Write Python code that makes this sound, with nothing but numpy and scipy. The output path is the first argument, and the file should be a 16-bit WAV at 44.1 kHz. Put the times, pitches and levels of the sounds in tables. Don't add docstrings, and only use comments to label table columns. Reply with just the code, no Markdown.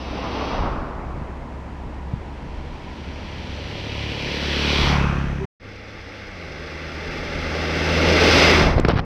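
import sys
import numpy as np
from scipy import signal
from scipy.fft import rfft, irfft
from scipy.io import wavfile
from scipy.ndimage import uniform_filter1d, map_coordinates

SR = 44100
rng = np.random.default_rng(int(sys.argv[2]) if len(sys.argv) > 2 else 0)


def master_out(mix):
    frames = np.transpose(np.atleast_2d(mix))
    ceiling = np.clip(frames, -1, 1)
    pcm = np.round(ceiling * 32767).astype(np.int16)
    wavfile.write(sys.argv[1], SR, pcm)


N = 399088
TIME = np.arange(N) / SR

# frequency in Hz, density in dB per Hz.
TYRE_SPECTRUM = [(70, 2), (130, -7.5), (260, 1), (380, -3.5), (650, -3.5), (850, -5.5), (1150, -6.5),
                 (1550, -17.5), (2500, -20), (5000, -61)]
TREAD_SPECTRUM = [(500, -4.5), (800, 5), (1300, 1), (1800, -7.5), (3000, -27)]
PICKUP_HISS_SPECTRUM = [(900, -22.5), (1700, -1), (2800, 3.5), (3700, -2), (4800, -3.5), (6150, -11.5),
                        (6600, -41), (9000, -42), (12000, -30.5), (15000, -43.5)]
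FAR_ROAD_SPECTRUM = [(40, 4), (110, 0), (240, 0.5), (400, -6.5), (750, -9.5), (980, -5), (1130, -16),
                     (1900, -17.5), (3500, -30.5), (7000, -38.5), (14000, -55)]
# Hz, dB per Hz
RUMBLE_SPECTRUM = [(12, -5), (25, 5.5), (42, 4.5), (70, -5.0), (130, -5.0), (260, -15.0),
                   (600, -41.5), (2000, -64.5)]
CRACKLE_SPECTRUM = [(100, -3), (400, 9.5), (1100, 1), (2500, -7), (5200, -17.5), (6900, -44), (14000, -49)]
# Hz, dB per Hz
BIKE_EXHAUST_SPECTRUM = [(35, -3), (71, -18.5), (106, -4.5), (142, 6.5), (190, 0), (260, -8.5), (355, -16),
                         (520, -16), (1100, -70.5)]
BIKE_INTAKE_SPECTRUM = [(130, -22), (225, 2), (400, 1.5), (560, 3.5), (660, -5.5), (900, -5), (1150, -23)]
BIKE_RASP_SPECTRUM = [(500, -3), (750, 1.5), (1000, 1.5), (1270, -1.5), (1430, 0), (1620, -1), (2100, -3.5),
                      (2580, -14), (2900, -27), (3600, -36), (6000, -18.5), (7200, -35)]
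BIKE_CLATTER_SPECTRUM = [(1000, -14), (1700, -4), (2500, 1), (2900, -2), (3250, 0), (3800, -3.5),
                         (4500, -2), (5900, -9.5), (6800, -33), (8000, -28), (9200, -42.5), (11000, -30),
                         (13500, -33), (15000, -52)]
BIKE_CHAIN_SPECTRUM = [(2500, -21), (4000, -4), (6000, -2), (6800, -13), (9000, -21), (14000, -37)]
SILENCER_GAS_SPECTRUM = [(1000, 1.5), (2700, 0), (3700, -21)]
# Hz, dB per Hz
TRUCK_BODY_SPECTRUM = [(60, -1.5), (130, -6), (200, -2.5), (265, 1), (340, 0), (490, 2), (590, 0),
                       (720, -8), (860, -3), (990, -18), (2000, -28)]
TRUCK_KNOCK_SPECTRUM = [(700, -13.5), (990, -14), (1120, -1), (1390, 2.5), (1620, 0.5), (1950, 3),
                        (2150, 6), (2430, -4.5), (2800, -15), (3500, -14.5), (6000, -41)]
TRUCK_HISS_SPECTRUM = [(1800, -6), (2650, 7), (3200, 2), (3900, -1.5), (4950, 0.5), (5600, -4.5),
                       (6200, -6), (6700, -23), (7800, -21.5), (9300, -34), (11000, -26.5), (15000, -37)]
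FABRIC_SPECTRUM = [(350, 0.5), (1600, -7), (5600, -20.5), (6900, -46)]

# frequency in Hz before the pitch bend of passing, width in Hz, relative level in dB.
FIN_MODES = [(2590, 260, -7.5), (3080, 590, 3), (3800, 160, -2.5)]
SILENCER_MODES = [(1230, 240, 2.5), (2570, 150, -2)]
# relative level in dB of the next multiple of the firing rate, from the first up.
TRUCK_ORDER_LEVELS = [1, -3, -11.5, -16.5, -13.5, -16.5]

# arrival in seconds, rumble level in dB, decay in seconds.
WAKES = [(.5, -27, 0.62), (4.779, -22.5, 0.22), (8.59, -18.5, 0.43)]
# centre in seconds, rumble level in dB, half length in seconds.
GUSTS = [(0.601, -26, 0.091), (1.197, -31, 0.071), (1.985, -38, 0.41), (2.616, -35.5, 0.18),
         (5.223, -29, .13), (7.3, -34, 0.24), (8.781, -23.5, 0.015), (8.916, -21, 0.073)]
# start in seconds, thump frequency in Hz, thump level in dB,
# crackle level in dB, crackle decay in seconds.
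SLAPS = [(2.135, 118, -11.5, -43, .004), (8.763, 100, -8, -29, .008), (8.781, 523, -5, -18.5, 0.0065),
         (8.796, 335, -6.5, -18, 0.001), (8.848, 304, -9.5, -16, 0.0061), (8.85, 156, -8.5, -8, 0.00094),
         (8.884, 135, -8, -11.5, 0.0034), (8.894, 250, -19, -14.5, 0.0027), (8.9, 201, -16, -17, 0.005),
         (8.934, 190, -9.5, -36, 0.011), (8.957, 132, -9, -22, .004), (8.993, 130, -14, -24, .003)]
# centre in seconds, frequency in Hz, peak level in dB, half length in seconds.
HOOTS = [(5.427, 389, -26.5, 0.023), (8.584, 376, -19, 0.065)]
# centre in seconds, level in dB before filtering,
# half length in seconds, centre frequency in Hz, width in Hz.
CLICKS = [(8.7998, -7, .0004, 1500, 6000), (8.887, -8, .0015, 4850, 700)]
# centre in seconds, level in dB, half length in seconds.
SCRAPES = [(8.902, -25.5, 0.021), (8.984, -24, 0.019)]
# time in seconds, gain.
SILENT_GAP = [(5.451, 1), (5.455, 0), (5.598, 0), (5.601, .35), (5.66, 1)]

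BREEZE_DB, WAKE_ATTACK_S, WIND_CRACKLE_DB = -45.5, 0.072, 11
BIKE_FIRING_HZ, BIKE_RISE_HZ_PER_S = 31.3, .85
BIKE_PASS_S, BIKE_REACH_S, BIKE_M_S = 4.95, .17, 9.5
DRONE_FAR_DB, DRONE_WAVER_DB, DRONE_WAVER_PER_S = -36, 8, 2.13
MIRROR_LAG_S, MIRROR_SHARE, MIRROR_REACH_S = .00092, .38, .33
REV_START_S, REV_START_HZ, REV_RISE_HZ_PER_S, REV_TOP_HZ = 2.7, 72.1, 26, 110
REV_TOP_DB, REV_DB_PER_HZ = -34, 0.25
OLD_GEAR_HZ, SHIFT_S, SHIFT_LENGTH_S = 98.74, 6.12, .5
NEW_GEAR_HZ, NEW_GEAR_RISE_HZ_PER_S = 75.12, 2.2
TRUCK_PASS_S, TRUCK_REACH_S, TRUCK_M_S = 8.62, .2, 11
TOP_HZ = 14500


def undb(db):
    return 10 ** (np.asarray(db) / 20)


def unit(x):
    return x / np.sqrt(np.mean(x ** 2))


def noise():
    return rng.standard_normal(N)


def tone(cycles):
    return np.sqrt(2) * np.sin(2 * np.pi * cycles)


def ramp(start_s, length_s):
    return (1 - np.cos(np.pi * np.clip((TIME - start_s) / length_s, 0, 1))) / 2


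def swell(s, length_s, power):
    return np.exp(-((TIME - s) / length_s) ** power)


def walk(rate):
    k = int(SR / rate)
    held = noise()[np.arange(N) // k]
    return unit(uniform_filter1d(uniform_filter1d(held, k), k))


def colour(x, spectrum):
    size = 2 ** 19
    hz, db = np.transpose(spectrum)
    freq = np.maximum(np.arange(size // 2 + 1) * SR / size, 1)
    gain = undb(np.interp(np.log(freq), np.log(hz), db))
    cepstrum = irfft(np.log(gain))
    cepstrum[1:size // 2] *= 2
    cepstrum[size // 2 + 1:] = 0
    skirts = 1 / (1 + 1j * freq / hz[-1]) ** 2 / (1 - .5j * hz[0] / freq) ** 2
    return unit(irfft(rfft(x, size) * np.exp(rfft(cepstrum)) * skirts)[:N])


def resonance(x, hz, width_hz):
    turn = np.exp(2j * np.pi * np.cumsum(hz * np.ones(N)) / SR)
    decay = np.exp(-np.pi * width_hz / SR)
    return unit(np.real(turn * signal.lfilter([1], [1, -decay], x / turn)))


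def ringing(x, modes, pitch):
    return unit(sum(undb(db) * resonance(x, hz * pitch, width) for hz, width, db in modes))


def panels(x, t60_s, share):
    age = TIME[TIME < t60_s]
    ring = rng.standard_normal(len(age)) * undb(-60 * age / t60_s)
    return unit(x + share * unit(signal.fftconvolve(x, ring)[:N]))


def strokes(cycles, scatter_db):
    return np.diff(np.floor(cycles), prepend=np.floor(cycles[0])) * undb(scatter_db * noise())


def bursts(cycles, decay, scatter_db):
    strength = undb(scatter_db * noise())[cycles.astype(int)]
    return unit(noise() * strength * np.exp(-(cycles % 1) / decay))


def rattle(cycles):
    size = 2048
    return unit(np.interp(cycles % 1 * size, np.arange(size), rng.standard_normal(size)))


def grains(rate, spread_db):
    hit = rng.random(N) < rate / SR
    return unit(hit * np.sign(noise()) * undb(spread_db * np.minimum(rng.exponential(size=N), 4)))


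def passing(db, pass_s, reach_s, falloff_db, rear_db):
    along = (TIME - pass_s) / reach_s
    distance = np.hypot(1, along)
    return undb(db - falloff_db * np.log10(distance) + rear_db * along / distance)


def doppler(pass_s, reach_s, speed_m_s):
    along = (TIME - pass_s) / reach_s
    return 1 / (1 + speed_m_s / 343 * along / np.hypot(1, along))


def pickup():
    tyres = colour(noise() * undb(walk(44.2)), TYRE_SPECTRUM)
    tread = colour(grains(2500, spread_db=4), TREAD_SPECTRUM)
    horn = resonance(tread, 850 + 400 * ramp(0.59, 0.21), 600)
    hiss = colour(panels(noise(), t60_s=0.035, share=0.33), PICKUP_HISS_SPECTRUM)
    return (tyres * passing(db=-26.0, pass_s=0.44, reach_s=0.28, falloff_db=28.5, rear_db=1.0)
            + horn * passing(db=-31.5, pass_s=0.61, reach_s=0.22, falloff_db=42.5, rear_db=1)
            + hiss * passing(db=-43, pass_s=0.65, reach_s=0.24, falloff_db=28, rear_db=-14.5))


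def far_road():
    return colour(noise(), FAR_ROAD_SPECTRUM) * undb(-36.5)


def wind():
    rumble = colour(noise(), RUMBLE_SPECTRUM)
    wakes = sum(undb(db) * ramp(s - WAKE_ATTACK_S, 2 * WAKE_ATTACK_S)
                * np.exp(-np.maximum(TIME - s, 0) / decay) for s, db, decay in WAKES)
    gusts = sum(undb(db) * swell(s, length, 4) for s, db, length in GUSTS)
    force = np.sqrt(undb(BREEZE_DB) ** 2 + wakes ** 2 + gusts ** 2)
    eddies_db = 1.5 * walk(18)
    sputter_db = 3.5 * walk(500)
    pressure = rumble * force * undb(eddies_db)
    flare = undb(WIND_CRACKLE_DB + sputter_db) * gusts ** 2
    for s, hz, thump_db, crackle_db, length in SLAPS:
        age = np.maximum(TIME - s, 0)
        push_pull = np.sin(2 * np.pi * hz * age) * np.tanh(8 * age * hz) * np.exp(-(age * hz) ** 4)
        pressure = pressure + undb(thump_db) * push_pull
        flare = flare + (age > 0) * undb(crackle_db) * np.exp(-age / length)
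    return pressure + np.std(flare) * colour(flare * noise(), CRACKLE_SPECTRUM)


def road_mirror(x, pass_s):
    nearness = 1 / np.hypot(1, (TIME - pass_s) / MIRROR_REACH_S)
    smooth = signal.sosfiltfilt(signal.butter(2, 3000, fs=SR, output="sos"), x)
    mirrored = map_coordinates(smooth, [(TIME - MIRROR_LAG_S * nearness) * SR], mode="mirror")
    share = MIRROR_SHARE * nearness
    return (x + share * mirrored) / np.hypot(1, share)


def motorcycle():
    pitch = doppler(BIKE_PASS_S, BIKE_REACH_S, BIKE_M_S)
    firing_hz = BIKE_FIRING_HZ + BIKE_RISE_HZ_PER_S * np.minimum(TIME, BIKE_PASS_S)
    cycles = np.cumsum(firing_hz * pitch) / SR
    firings = strokes(cycles, scatter_db=.5)
    exhaust = colour(firings, BIKE_EXHAUST_SPECTRUM)

    fading = np.cos(np.pi * DRONE_WAVER_PER_S * (TIME - 4.25)) ** 2
    fading = fading * ramp(2.0, 0.79) * (1 - ramp(4.4, 0.3))
    near_drone = passing(db=-24, pass_s=5.03, reach_s=0.22, falloff_db=20, rear_db=-3.5)
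    carry = np.hypot(undb(DRONE_FAR_DB), near_drone)
    drone = -tone(2 * cycles) * carry * undb(-DRONE_WAVER_DB * fading)

    bark = bursts(cycles, decay=0.99, scatter_db=2.5) + noise() + rattle(cycles) + 1.33 * unit(firings)
    intake = colour(bark, BIKE_INTAKE_SPECTRUM)
    rasp = colour(bursts(2 * cycles, decay=1.0, scatter_db=0) + 0.5 * rattle(cycles), BIKE_RASP_SPECTRUM)
    chain = colour(noise(), BIKE_CHAIN_SPECTRUM)
    gas = colour(bursts(2 * cycles, decay=0.86, scatter_db=0), SILENCER_GAS_SPECTRUM)
    singing = ringing(gas, SILENCER_MODES, pitch)
    impacts = noise() * undb(0.54 * walk(200)) + 0.67 * rattle(cycles) + 0.35 * grains(700, spread_db=7.0)
    clatter = colour(panels(impacts, t60_s=0.026, share=0.19), BIKE_CLATTER_SPECTRUM)
    fins = ringing(clatter, FIN_MODES, pitch)
    dull = signal.sosfiltfilt(signal.butter(4, 3200, fs=SR, output="sos"), clatter)
    openness = passing(db=-3, pass_s=4.95, reach_s=0.052, falloff_db=6.0, rear_db=-6)
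    clatter = dull + (clatter - dull) * openness

    engine = (intake * passing(db=-26.5, pass_s=4.98, reach_s=0.21, falloff_db=27.5, rear_db=-8.5)
              + rasp * passing(db=-24.5, pass_s=4.91, reach_s=0.11, falloff_db=22.5, rear_db=-0.5)
              + chain * passing(db=-42, pass_s=4.88, reach_s=0.15, falloff_db=20.5, rear_db=-5.5)
              + clatter * passing(db=-29.5, pass_s=4.956, reach_s=0.25, falloff_db=25.5, rear_db=-11.5))
    near = (road_mirror(engine, BIKE_PASS_S - .07)
            + exhaust * passing(db=-21.5, pass_s=4.94, reach_s=0.13, falloff_db=17.5, rear_db=2.5)
            + fins * passing(db=-34.0, pass_s=4.82, reach_s=0.16, falloff_db=35, rear_db=-8)
            + singing * passing(db=-31.0, pass_s=5.04, reach_s=0.11, falloff_db=29, rear_db=-1.5))
    bend_db = -14 * (1 - ramp(1.12, 2.66))
    return drone + near * undb(bend_db)


def far_truck():
    hz = np.clip(REV_START_HZ + REV_RISE_HZ_PER_S * (TIME - REV_START_S), REV_START_HZ, REV_TOP_HZ)
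    db = REV_TOP_DB + REV_DB_PER_HZ * (hz - REV_TOP_HZ)
    on_throttle = ramp(REV_START_S, 0.33) * (1 - ramp(4.0, 0.44))
    return tone(np.cumsum(hz) / SR) * undb(db) * on_throttle


def hoots():
    return sum(undb(db) * swell(s, length, 2) * np.sin(2 * np.pi * hz * TIME) for s, hz, db, length in HOOTS)


def truck():
    shifted = ramp(SHIFT_S, SHIFT_LENGTH_S)
    new_gear_hz = NEW_GEAR_HZ + NEW_GEAR_RISE_HZ_PER_S * (TIME - SHIFT_S - SHIFT_LENGTH_S)
    firing_hz = OLD_GEAR_HZ + shifted * (new_gear_hz - OLD_GEAR_HZ)
    heard_hz = firing_hz * doppler(TRUCK_PASS_S, TRUCK_REACH_S, TRUCK_M_S)
    cycles = np.cumsum(heard_hz * (1 + .003 * walk(25))) / SR

    load = ramp(SHIFT_S + SHIFT_LENGTH_S / 2, 0.14)
    exhaust = 0
    for order, db in enumerate(TRUCK_ORDER_LEVELS, 1):
        order_db = db + 1.04 * walk(5.9) - 3.1 * (1 - load)
        exhaust = exhaust + undb(order_db) * tone(order * cycles + rng.random())

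    growl = noise() * undb(walk(50)) + .4 * rattle(cycles / 2) + .45 * rattle(cycles / 4)
    body = colour(growl, TRUCK_BODY_SPECTRUM)
    knock = bursts(cycles, decay=8.1, scatter_db=0.17) + 0.28 * rattle(cycles / 4)
    knock = colour(panels(knock, t60_s=0.099, share=0.23), TRUCK_KNOCK_SPECTRUM)
    hiss = bursts(cycles, decay=4.5, scatter_db=0.9) + 0.31 * rattle(cycles / 4)
    hiss = colour(panels(hiss, t60_s=0.008, share=0.34), TRUCK_HISS_SPECTRUM)
    tyres = colour(noise(), TYRE_SPECTRUM)

    hiding = undb(1.5 - 11.0 * ramp(8.6, 0.29))
    hiss = hiss * hiding
    machine = (body * passing(db=-19.0, pass_s=8.34, reach_s=0.31, falloff_db=30.5, rear_db=-2)
               + knock * passing(db=-24.0, pass_s=8.635, reach_s=0.25, falloff_db=31.0, rear_db=-11.5)
               + hiss * passing(db=-21.5, pass_s=8.477, reach_s=0.21, falloff_db=31.5, rear_db=-5.0)
               + tyres * passing(db=-21.5, pass_s=8.41, reach_s=0.29, falloff_db=28.0, rear_db=6.0))
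    exhaust = exhaust * passing(db=-24.5, pass_s=8.17, reach_s=0.45, falloff_db=24.5, rear_db=2.5)
    return exhaust + machine * hiding


def far_motorcycle():
    return tone(69 * TIME) * undb(-48.5) * (1 - ramp(6.9, 1))


def clicks():
    snaps = 0
    for s, db, length, hz, width in CLICKS:
        flick = noise() * swell(s, length, 2)
        snaps = snaps + undb(db) * signal.lfilter(*signal.iirpeak(hz, hz / width, fs=SR), flick)
    return signal.sosfilt(signal.butter(2, 5000, fs=SR, output="sos"), snaps)


def scrapes():
    contact = sum(undb(db) * swell(s, length, 10) for s, db, length in SCRAPES)
    return colour(grains(2500, spread_db=4.5), FABRIC_SPECTRUM) * contact


def scene():
    before_gap = TIME < SILENT_GAP[1][0]
    early = pickup() + far_road() + motorcycle() + far_truck()
    late = truck() + far_motorcycle()
    traffic = np.where(before_gap, early, late)
    return (traffic + wind() + hoots() + clicks() + scrapes())[None]


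def record(dry):
    gap_s, gap_gain = np.transpose(SILENT_GAP)
    bass_cut = signal.sosfilt(signal.butter(2, 16, "high", fs=SR, output="sos"), dry)
    gapped = bass_cut * np.interp(TIME, gap_s, gap_gain)
    rounded = gapped / (1 + (gapped / .9) ** 8) ** (1 / 8)
    return signal.sosfilt(signal.ellip(8, .2, 70, TOP_HZ, fs=SR, output="sos"), rounded)


dry = scene()
out = record(dry)
master_out(out)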